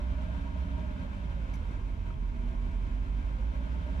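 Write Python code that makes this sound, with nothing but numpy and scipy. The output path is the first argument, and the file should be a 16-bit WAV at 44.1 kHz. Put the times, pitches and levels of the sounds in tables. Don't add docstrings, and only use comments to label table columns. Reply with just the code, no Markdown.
import sys
import numpy as np
from scipy import signal
from scipy.fft import rfft, irfft
from scipy.io import wavfile

SR = 44100
rng = np.random.default_rng(int(sys.argv[2]) if len(sys.argv) > 2 else 0)


def dump(signal):
    limited = np.clip(np.atleast_2d(signal).T, -1, 1)
    pcm = np.round(limited * 32767).astype(np.int16)
    wavfile.write(sys.argv[1], SR, pcm)


N = 176400
T, HZ = np.arange(N) / SR, np.fft.rfftfreq(N, 1 / SR)
MID_FIRING_HZ, CYLINDERS = 52, 8

# (time [s], level [dB])
BOOM = [(0, -32), (.3, -36.5), (.55, -35.5), (.75, -33), (1.05, -42), (1.35, -34.5), (1.8, -37.5),
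        (2.05, -35), (2.4, -33.5), (3.05, -31.5), (3.4, -33), (4, -34)]
LOPE_ORDERS = [5, 6, 7, 9, 10, 11, 12, 13, 16]
# (level [dB], rise with speed [dB/octave])
LOPE = [(-47, 12), (-41.5, -3.5), (-53, -7), (-45, -6.5), (-49.5, -11), (-50.5, -1), (-52.5, -18),
        (-49.5, -13.5), (-55, -23.5)]
# (frequency [Hz], relative density [dB])
RUMBLE = [(15, -36), (24, -20), (35, 2), (55, -2.5), (75, 6.5), (100, -1), (130, -11.5), (200, -25)]


def exhaust(turns, octaves):
    boom = amp(np.interp(T, *np.transpose(BOOM))) * np.exp(2j * np.pi * turns)
    boom *= 1 + .15 * waver(rate_hz=7.3)
    for order, (db, slope_db) in zip(LOPE_ORDERS, LOPE):
        lope = amp(db + slope_db * octaves) * np.exp(2j * np.pi * turns * order / CYLINDERS)
        boom -= lope * unit(1 + .3 * waver(rate_hz=2.1))
    low_cut = signal.butter(4, 29, "high", fs=SR, output="sos")
    bass = irfft(rfft(np.sqrt(2) * boom.real) * abs(signal.sosfreqz(low_cut, HZ, fs=SR)[1]), N)
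    shudder = noise(amp(across(RUMBLE)) / (1 + (HZ / 300) ** 4))
    bass += amp(-43 - 1.5 * octaves) * shudder
    late_left = np.interp(T - 0.00063, T, bass)
    return pan(db=-4.5) * np.array([late_left, bass])


# (multiple of the firing rate, level at resonance [dB],
# line width [Hz], cabin resonance [Hz], its half-width [Hz], pan [dB])
WHINES = [(2.19, -48, 9.8, 95, 6.7, -1.5), (2.66, -50, 11, 161, 16, -4), (3.0, -48.5, 16, 125, 6, 1),
          (4.47, -51.3, 8, 280, 13, 2), (5.47, -50.7, 5.5, 239, 9, 0.5), (3.2, -52.5, 40, 196, 14, -2),
          (8.2, -59.5, 10, 368, 6.5, -3), (10.0, -54.5, 36, 618, 36, 0.5), (15.05, -63, 11, 655, 30, -4.5),
          (15.1, -60, 15, 950, 30, 3)]
WHINE_FLUTTER = [1, 3, 2, 3, 3, 2, 1, 7, 1, 5]


def belt_whines(rate, turns):
    out = np.zeros((2, N))
    for (multiple, db, width_hz, peak_hz, reach_hz, pan_db), flutter_db in zip(WHINES, WHINE_FLUTTER):
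        swell = amp(db) / np.hypot(1, (multiple * rate - peak_hz) / reach_hz)
        flutter = unit(amp(flutter_db * np.tanh(drift(rate_hz=28))))
        shared = 0.93 * np.exp(-width_hz / 15) + .5 * waver(width_hz / 2)
        voice = unit(np.array([shared + 0.33 * waver(width_hz / 2) for _ in range(2)]))
        tone = np.sqrt(2) * (voice * np.exp(2j * np.pi * multiple * turns)).real
        out += pan(pan_db) * swell * flutter * tone
    return out * unit(1 + 0.23 * np.cos(2 * np.pi * turns * 2 / CYLINDERS))


# (frequency [Hz], relative density [dB])
BAY_MID = [(110, -5), (135, -7), (172, 0.5), (274, -4.5), (322, -15), (483, -21.5), (617, -14.5),
           (771, -25), (963, -21), (1200, -27), (1500, -25.5), (1840, -30), (2350, -27.5), (3300, -31),
           (4780, -42.5), (7000, -45.5), (10100, -54.5), (14000, -58.5)]
# (frequency [Hz], relative density [dB])
BAY_SIDE = [(110, -4), (233, 1.5), (464, -8.5), (617, -3.5), (771, -8), (1090, -13), (1440, -5.5),
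            (1900, -13.5), (2350, -16.5), (3670, -21.5), (4590, -29.5), (8430, -35.5), (14000, -47)]
# (frequency [Hz], half-width [Hz], level [dB], left-right likeness [-1 to 1])
PANELS = [(950, 16.6, -61, -0.07), (1064, 31, -63.5, -0.15), (855, 18, -67.5, -0.021),
          (366.6, 6.4, -67.5, 0.96), (1600, 14, -69, -0.37), (2094, 110, -70, 0.12), (2370, 90, -72, 0.69),
          (3075, 35, -74, -0.39), (3270, 33, -88, -0.068), (4160, 21, -88, -0.19)]
# (centre [Hz], rise with speed [dB/octave], firing throb [0-1], pan [dB])
BAY_BANDS = [(152, 8, 0.8, -0.5), (305, -1, 0.19, -1.5), (590, 12.5, 0.1, -0.5), (970, 1, 0.02, 4),
             (1470, 8.5, 0.24, 1.5), (2170, 3, 0, 0), (3340, 7, 0, 4), (6900, 3, 0.09, -1)]


def engine_bay(turns, octaves):
    low_cut = 1 / (1 + (105 / (HZ + 1)) ** 8)
    mid = amp(-47) * noise(amp(across(BAY_MID)) * low_cut * cabin_reflections())
    side = amp(-53) * noise(amp(across(BAY_SIDE)) * low_cut * cabin_reflections())
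    for hz, width_hz, db, likeness in PANELS:
        ring = 1 / (1 + ((HZ - hz) / width_hz) ** 2)
        mid_share = np.clip((1 + likeness) / 2, 0, 1)
        mid += amp(db) * np.sqrt(mid_share) * noise(ring)
        side += amp(db) * np.sqrt(1 - mid_share) * noise(ring)
    spectrum = rfft(np.array([mid + side, mid - side]))
    centres = [row[0] for row in BAY_BANDS]
    flutter_db = 0.76 * drift(rate_hz=9.1)
    out = np.zeros((2, N))
    for weights, (_, slope_db, depth, pan_db) in zip(np.eye(len(centres)), BAY_BANDS):
        band = irfft(spectrum * across(list(zip(centres, weights))), N)
        throb = unit(1 + depth * np.cos(2 * np.pi * turns))
        out += pan(pan_db) * band * amp(slope_db * octaves + flutter_db) * throb
    return out


# (time [s], level [dB])
TICK_CONTACTS = [(1.5355, -58), (1.5392, -51.5), (1.543, -59), (1.5463, -57), (1.5495, -60), (1.5527, -55),
                 (1.5575, -54.5)]
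# (frequency [Hz], relative level [dB], t60 [s])
TICK_MODES = [(5890, -6, 0.023), (10000, -14, 0.019), (13200, -16, 0.03)]
# (frequency [Hz], relative density [dB])
TICK_SNAP = [(800, -20), (2500, -6), (4500, 5), (6500, 6), (8500, -4), (10500, -3), (14000, -17)]


def trim_tick(rise_s=0.00071, snap_db=-5, snap_t60=0.023):
    out, t = np.zeros((2, N)), T[:SR // 5]
    for s, db in TICK_CONTACTS:
        ring = np.zeros((2, len(t)))
        for hz, mode_db, t60 in TICK_MODES:
            cycles = hz * rng.uniform(0.97, 1.04) * t + rng.random() + .2 * rng.random((2, 1))
            ring += amp(mode_db) * 1000 ** (-t / t60) * np.sin(2 * np.pi * cycles)
        hiss = np.array([noise(amp(across(TICK_SNAP)))[:len(t)] for _ in range(2)])
        snap = amp(snap_db) * hiss * 1000 ** (-t / snap_t60)
        add(out, s, amp(db) * np.minimum(t / rise_s, 1) * (ring + snap))
    return out


# (time [s], level [dB], ring [Hz], t60 [s])
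TAPS = [(1.5388, -41, 2250, 0.028), (2.1028, -40.8, 1290, 0.023), (2.1405, -48.5, 3250, 0.017)]


def trim_taps(rise_s=0.0017):
    out, t = np.zeros((2, N)), T[:SR // 5]
    for s, db, hz, t60 in TAPS:
        envelope = np.minimum(t / rise_s, 1) * 1000 ** (-t / t60)
        add(out, s, amp(db) * envelope * np.sin(2 * np.pi * hz * t))
    return out


def cabin_reflections(depth_db=2.5, spacing_hz=44.46):
    knots = rng.standard_normal(4000)
    ripple = np.interp(HZ / spacing_hz, np.arange(len(knots)), knots)
    return amp(depth_db * ripple * np.minimum(HZ / 1200, 1))


def amp(db):
    return 10 ** (np.asarray(db) / 20)


def unit(x):
    return x / np.sqrt(np.mean(abs(x) ** 2) + 1e-30)


def across(points):
    hz, value = np.transpose(points)
    return np.interp(np.log(HZ + 1), np.log(hz + 1), value)


def noise(gain):
    return unit(irfft(rfft(rng.standard_normal(N)) * gain, N))


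def drift(rate_hz):
    return noise(np.exp(-.5 * (HZ / rate_hz) ** 2) * (HZ > 0))


def waver(rate_hz):
    return unit(drift(rate_hz) + 1j * drift(rate_hz))


def pan(db):
    return np.sqrt(2) * amp([[db / 2], [-db / 2]]) / np.hypot(amp(db / 2), amp(-db / 2))


def add(mix, s, sound):
    part = mix[:, round(s * SR):][:, :sound.shape[-1]]
    part += sound[..., :part.shape[1]]


# (time [s], firing rate [Hz])
SPEED = [(0.0, 59.1), (0.3, 62.2), (0.6, 62.5), (0.85, 61.7), (1.1, 57.7), (1.35, 55.0), (1.6, 51.0),
         (1.9, 45.0), (2.2, 41.9), (2.5, 43.6), (2.8, 43.9), (3.1, 48.1), (3.4, 51.9), (3.7, 58.8),
         (3.88, 60.7), (4.0, 62.3)]


def scene(first_firing_s=.005):
    rate = np.interp(T, *np.transpose(SPEED))
    turns = np.cumsum(rate) / SR - first_firing_s * rate[0]
    octaves = np.log2(rate / MID_FIRING_HZ)
    engine = exhaust(turns, octaves) + belt_whines(rate, turns) + engine_bay(turns, octaves)
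    return engine + trim_tick() + trim_taps()


def record(dry):
    low_pass = signal.firwin(511, 14500, window=("kaiser", 9), fs=SR)
    return signal.oaconvolve(dry, low_pass[None], "same")


dry = scene()
out = record(dry)
dump(out)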